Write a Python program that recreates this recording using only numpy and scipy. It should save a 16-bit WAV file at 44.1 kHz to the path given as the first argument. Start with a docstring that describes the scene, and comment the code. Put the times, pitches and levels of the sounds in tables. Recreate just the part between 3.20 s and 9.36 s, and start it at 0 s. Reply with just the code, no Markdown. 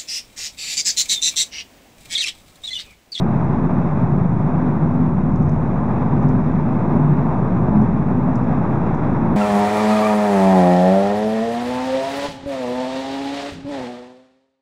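"""Inside a car cruising through a road tunnel, windows closed, one microphone at the dashboard.
Air hisses faintly along the doors and loose trim ticks and rustles on the bumps. Tread roar comes
back from the tunnel walls through the glass, and the air in the tyres hums. Closest and loudest,
the road shakes the body: the panels drum and the cabin booms in its modes.
Brief low tones swell out of this rumble and sink back."""
import sys
import numpy as np
from scipy import signal
from scipy.fft import rfft, irfft
from scipy.io import wavfile
from scipy.ndimage import uniform_filter1d

SR = 44100
rng = np.random.default_rng(int(sys.argv[2]) if len(sys.argv) > 2 else 0)


def generate_wav(signal):
    """Clip the signal to [-1, 1] and save it as 16-bit WAV at the path in sys.argv[1]."""
    frames = np.transpose(np.atleast_2d(signal))
    scaled = np.clip(frames, -1, 1) * 32767
    pcm = np.round(scaled).astype(np.int16)
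    wavfile.write(sys.argv[1], SR, pcm)


N = 271656
TIME = np.arange(N) / SR
FREQS = np.fft.rfftfreq(N, 1 / SR)


def gain_of(db):
    """Decibels to amplitude."""
    return 10 ** (np.asarray(db) / 20)


def unit_rms(x):
    """Scales to rms 1."""
    return x / np.sqrt(np.mean(x ** 2) + 1e-20)


def colour(points):
    """Gain at every frequency from a short spectrum."""
    hz, db = np.transpose(points)
    return gain_of(np.interp(np.log(FREQS + 1), np.log(hz + 1), db))


def below(hz):
    """Gain of a smooth, steep low-pass."""
    return 1 / (1 + (FREQS / hz) ** 8)


def resonance(hz, width):
    """Gain of one resonance."""
    return 1 / (1 + ((FREQS - hz) / width * 2) ** 2)


def filtered(x, gain):
    """Applies a gain for every frequency."""
    return irfft(rfft(x) * gain, N)


def noise(gain):
    """Noise of rms 1 with the given spectrum."""
    return unit_rms(filtered(rng.standard_normal(N), gain))


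def steadied(x):
    """Holds the slow level of a noise at 1 and keeps its fast flutter."""
    window = np.hanning(9000)
    weight = signal.fftconvolve(np.ones(N), window, "same")
    for _ in range(3):
        x = x / np.sqrt(signal.fftconvolve(x ** 2, window, "same") / weight + 1e-12)
    return x


def follow(curve):
    """A level curve at every sample."""
    return np.interp(TIME, *np.transpose(curve))


def swell(s, length):
    """A smooth rise and fall around the time s."""
    return np.exp(-(2 * (TIME - s) / length) ** 2)


def burst(s, t60, rise_s=0.0007):
    """A quick rise at the time s, then a decay."""
    age = np.maximum(TIME - s, 0)
    return (1 - np.exp(-age / rise_s)) * gain_of(-60 * np.minimum(age / t60, 2))


def drone(hz, waver_hz, flutter_db, rate_hz=6):
    """A held tone whose pitch and level waver at random."""
    pitch = hz + waver_hz * noise(below(rate_hz))
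    phase = 2 * np.pi * (np.cumsum(pitch) / SR + rng.random())
    return np.sqrt(2) * np.sin(phase) * gain_of(flutter_db * noise(below(rate_hz)))


# air rushing past the door seals, far in the background (f/Hz, level/dB)
WIND_SPECTRUM = [(800, -7.5), (3400, -1), (5000, -2), (7000, -6.5), (9500, -21.5), (10700, -26.5),
                 (11600, -40), (15000, -41)]

def wind(level_db=-66):
    """At an even speed the air hisses steadily along the doors."""
    return gain_of(level_db) * noise(colour(WIND_SPECTRUM))


# dips and swells in the road under the car (t/s, thud level/dB, rustle level/dB)
ROAD_BUMPS = [(.37, -32, -81), (1.04, -33.5, -79), (2.28, -26, -71.5), (3.1, -30.5, -64.5),
              (4.54, -29, -74), (5.3, -33, -71), (5.82, -33, -77.5)]

def bumps(heave_s=0.65, rustle_s=0.3, smooth_road_db=-32):
    """Bumps work the suspension: envelopes for the heaving body and the rustling trim."""
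    heave_power = sum((gain_of(db) * swell(s, heave_s)) ** 2 for s, db, _ in ROAD_BUMPS)
    heave = np.sqrt(gain_of(smooth_road_db) ** 2 + heave_power)
    rustle = sum(gain_of(db) * swell(s, rustle_s) for s, _, db in ROAD_BUMPS)
    return heave, rustle


# loose trim ticking in the cabin, near but faint (t/s, level/dB, t60/s)
TRIM_TICKS = [(1.1864, -53.5, .015), (2.1162, -56.5, .024), (2.1570, -50, 0.036), (2.2232, -44, 0.0077),
              (2.2574, -54.5, 0.012), (2.2925, -41.5, 0.0084), (2.9785, -53, .01), (3.024, -58.5, .03),
              (3.038, -59, .02), (3.087, -48, 0.015), (4.616, -44.5, 0.012), (5.1548, -42, 0.029),
              (5.2337, -53, 0.017), (5.665, -56, 0.021), (5.7466, -44.5, 0.013), (5.8478, -54, 0.0083)]
# colour of that plastic trim (f/Hz, level/dB)
TRIM_SPECTRUM = [(1500, -23.5), (3500, -2.5), (5000, 5), (6600, 2), (9500, -14.5), (11000, -27.5),
                 (12500, -44), (15000, -55.5)]

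def trim(level_db=-1.5, rebound_s=0.0045, rebound_db=-10.5, buzz_db=-15, chatter_hz=110):
    """Loose plastic strikes, falls back to strike once more and buzzes on; on bumps it rustles."""
    strikes, buzz = np.zeros((2, N))
    for s, db, t60 in TRIM_TICKS:
        strikes += gain_of(db) * (burst(s, t60) + gain_of(rebound_db) * burst(s + rebound_s, t60))
        buzz += gain_of(db + buzz_db) * burst(s, t60=0.3)
    contact = np.minimum(noise(below(chatter_hz)) - 1.5, 0)  # uneven contact cuts dips in the level
    ticks = gain_of(level_db) * (strikes + buzz * gain_of(8 * contact))
    _, rustle = bumps()
    return (ticks + rustle * gain_of(4.5 * contact)) * noise(colour(TRIM_SPECTRUM))


# hum of the tyres, heard from inside the car (t/s, level/dB)
HUM_LEVEL = [(0, -42), (.5, -24.5), (.95, -40), (1.4, -27.5), (2.05, -28), (2.65, -48.5), (3.05, -21),
             (3.4, -29), (3.7, -25.5), (4.4, -37.5), (5.0, -27), (5.3, -22.5), (5.6, -38), (6.16, -33)]

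def tyre_hum(level_db=-1.5, cavity_hz=251.9):
    """The air inside the tyres rings at one pitch, swelling and fading with the asphalt."""
    return gain_of(level_db + follow(HUM_LEVEL)) * drone(cavity_hz, waver_hz=1.5, flutter_db=2.3)


# tread roar off the tunnel walls, heard behind closed windows (f/Hz, level/dB)
ROAR_SPECTRUM = [(180, -6.5), (345, 2.5), (500, 0.5), (600, 2), (720, 2.4), (790, 1.9), (870, 1.75),
                 (1000, 0.5), (1110, -4), (1220, -6.5), (1330, -12.5), (1650, -19), (2000, -25),
                 (2600, -28.5), (3400, -35.5), (5000, -47.5), (9500, -71.5), (12000, -91.5)]
# body of the roar over smoother and coarser asphalt (t/s, level/dB)
ROAR_BODY_LEVEL = [(0, -31), (.38, -31), (.8, -31.5), (1.17, -33.5), (1.39, -30.5), (1.85, -33),
                   (2.25, -33.5), (2.72, -30), (3.05, -31), (3.35, -33), (3.77, -28.5), (3.94, -33),
                   (4.13, -28), (4.35, -32), (4.53, -27.5), (4.72, -33), (5.05, -30.5), (5.45, -29.5),
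                   (6.16, -29.5)]
# treble of the roar through the glass (t/s, level/dB)
ROAR_TREBLE_LEVEL = [(0, -40.5), (.4, -40), (.8, -40.5), (1.1, -43), (1.4, -40), (1.8, -42.5), (2.2, -44),
                     (2.75, -40), (3.35, -41), (4.05, -39.5), (4.3, -40.5), (5.0, -41.5), (5.42, -38.5),
                     (5.7, -39), (5.88, -38), (6.16, -39)]

def tread_roar(body_db=3, split_hz=1350, flutter_db=0.8):
    """Tread blocks pump air against the asphalt; the walls return it as a fluttering roar."""
    roar = noise(colour(ROAR_SPECTRUM))
    dull = filtered(roar, below(split_hz))
    body = gain_of(body_db + follow(ROAR_BODY_LEVEL)) * steadied(dull)
    treble = gain_of(follow(ROAR_TREBLE_LEVEL)) * steadied(roar - dull)
    surface_db = flutter_db * noise(below(25) - below(3))
    return gain_of(surface_db) * (body + treble)


# brief low tones in the cabin's rumble (middle t/s, length/s, f/Hz, level/dB)
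BOOM_TONES = [(0.205, 0.41, 146.6, -22.5), (1.047, 1.24, 175.3, -24), (.95, 0.28, 149, -25),
              (1.8, .7, 156, -21), (2.312, 0.41, 150, -22), (3.1, 0.31, 145, -24), (3.877, .3, 147.7, -19),
              (4.285, 0.3, 178, -22), (4.572, 0.29, 212, -18)]

def boom_tones(level_db=-2):
    """Brief low tones swell out of the rumble and sink back."""
    return sum(gain_of(level_db + db) * swell(s, length) * drone(hz, waver_hz=1.2, flutter_db=4)
               for s, length, hz, db in BOOM_TONES)


# cabin and panel resonances around the microphone (f/Hz, width/Hz, level/dB)
MODES = [(34.6, 6, -45), (51.2, 4.6, -42.5), (65, 3.5, -40), (88.5, 12, -39), (131.8, 4.9, -34),
         (147.4, 9.2, -25), (159, 19, -31), (183.3, 10, -29), (216.9, 5.3, -36), (237.6, 7.1, -39.5),
         (300.7, 18, -40), (347.4, 30, -42)]

def cabin_ring():
    """The cabin's modes, kept ringing by the random push of the road."""
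    power = sum((gain_of(db) * unit_rms(resonance(hz, width))) ** 2 for hz, width, db in MODES)
    return filtered(rng.standard_normal(N), np.sqrt(power))


# road shake carried by the body into the cabin (f/Hz, level/dB)
SHAKE_SPECTRUM = [(12, -58.5), (24, -24.5), (33, -18.5), (74, -19), (88, -11.5), (125, -1), (160, 0.3),
                  (205, -3.5), (250, -5.5), (280, -14.5), (350, -15.5), (410, -20.5), (470, -31),
                  (700, -41), (1400, -94.5), (3000, -140)]
# growl from the wheel arches, the highest band of the shake (t/s, level/dB)
GROWL_LEVEL = [(0, -32.5), (.5, -29.5), (.7, -34), (.9, -29), (1.1, -35), (1.5, -30.5), (2.0, -31.5),
               (2.35, -32.5), (2.85, -32), (3.06, -26), (3.3, -32), (3.7, -28.5), (4.2, -29.5),
               (4.4, -27.5), (5.25, -31), (6.0, -27.5)]
# drumming of the panels close by, just above the boom (t/s, level/dB)
DRUM_LEVEL = [(0, -22.5), (.48, -24), (.75, -25), (1.2, -25), (1.6, -21), (2.3, -22.5), (2.8, -21),
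              (3.0, -23), (3.5, -21.5), (3.75, -23.3), (4.25, -26), (4.6, -24), (4.9, -21.5), (5.7, -24),
              (6.05, -19)]
# boom of the cabin air, all around the microphone (t/s, level/dB)
BOOM_LEVEL = [(0, -20), (.4, -24), (.97, -19.5), (1.35, -23), (1.75, -23), (2.2, -22), (2.55, -25),
              (3.1, -18.5), (3.6, -23), (4.3, -20), (4.85, -21), (5.25, -23), (6.16, -23)]
# brief throbs in that boom (t/s, added level/dB)
BOOM_THROBS = [(.15, 6), (.255, 7), (0.443, 15.5), (0.581, 11.5), (.681, 3), (.833, 7), (1.02, 2.5),
               (1.699, 4), (2.187, 1), (3.88, 7.5), (4.624, 3)]

def road_rumble(deep_hz=92, panel_hz=198, arch_hz=280, drum_db=-4.54, throb_s=0.022, lumpy_db=0.93):
    """Road texture shakes the body: bumps thud, the cabin booms, panels drum, wheel arches growl."""
    shake = gain_of(-17) * noise(colour(SHAKE_SPECTRUM)) + cabin_ring()
    deep, low, middle = (filtered(shake, below(hz)) for hz in (deep_hz, panel_hz, arch_hz))
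    heave, _ = bumps()
    thud = heave * steadied(deep)
    throb_db = sum(db * swell(s, throb_s) for s, db in BOOM_THROBS)
    throb_db -= uniform_filter1d(throb_db, size=20000)  # the boom sinks a little around each throb
    boom = gain_of(follow(BOOM_LEVEL) + throb_db) * steadied(low - deep)
    drum = gain_of(follow(DRUM_LEVEL) + drum_db) * steadied(middle - low)
    growl = gain_of(follow(GROWL_LEVEL)) * steadied(shake - middle)
    lumps = gain_of(lumpy_db * noise(below(hz=9)))
    return thud + lumps * (boom + drum + growl)


def scene():
    """Everything that reaches the dashboard, in mono."""
    return (road_rumble() + boom_tones() + tyre_hum() + tread_roar() + wind() + trim())[None]


# dips in the treble of the dashboard microphone (f/Hz, width/Hz)
MIC_NOTCHES = [(3005, 1090), (4410, 1300), (8000, 720)]

def record(dry):
    """A microphone with treble dips, a limited band and a constant offset; the end fades quickly."""
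    edge_hz, offset, fade_s = 15000, -0.052, 0.003
    for hz, width in MIC_NOTCHES:
        dry = signal.lfilter(*signal.iirnotch(hz, hz / width, SR), dry)
    fade = np.sin(np.pi / 2 * np.minimum((TIME[-1] - TIME) / fade_s, 1)) ** 2
    band_limit = signal.butter(10, edge_hz, fs=SR, output="sos")
    return signal.sosfilt(band_limit, dry * fade) + offset


dry = scene()
out = record(dry)
generate_wav(out)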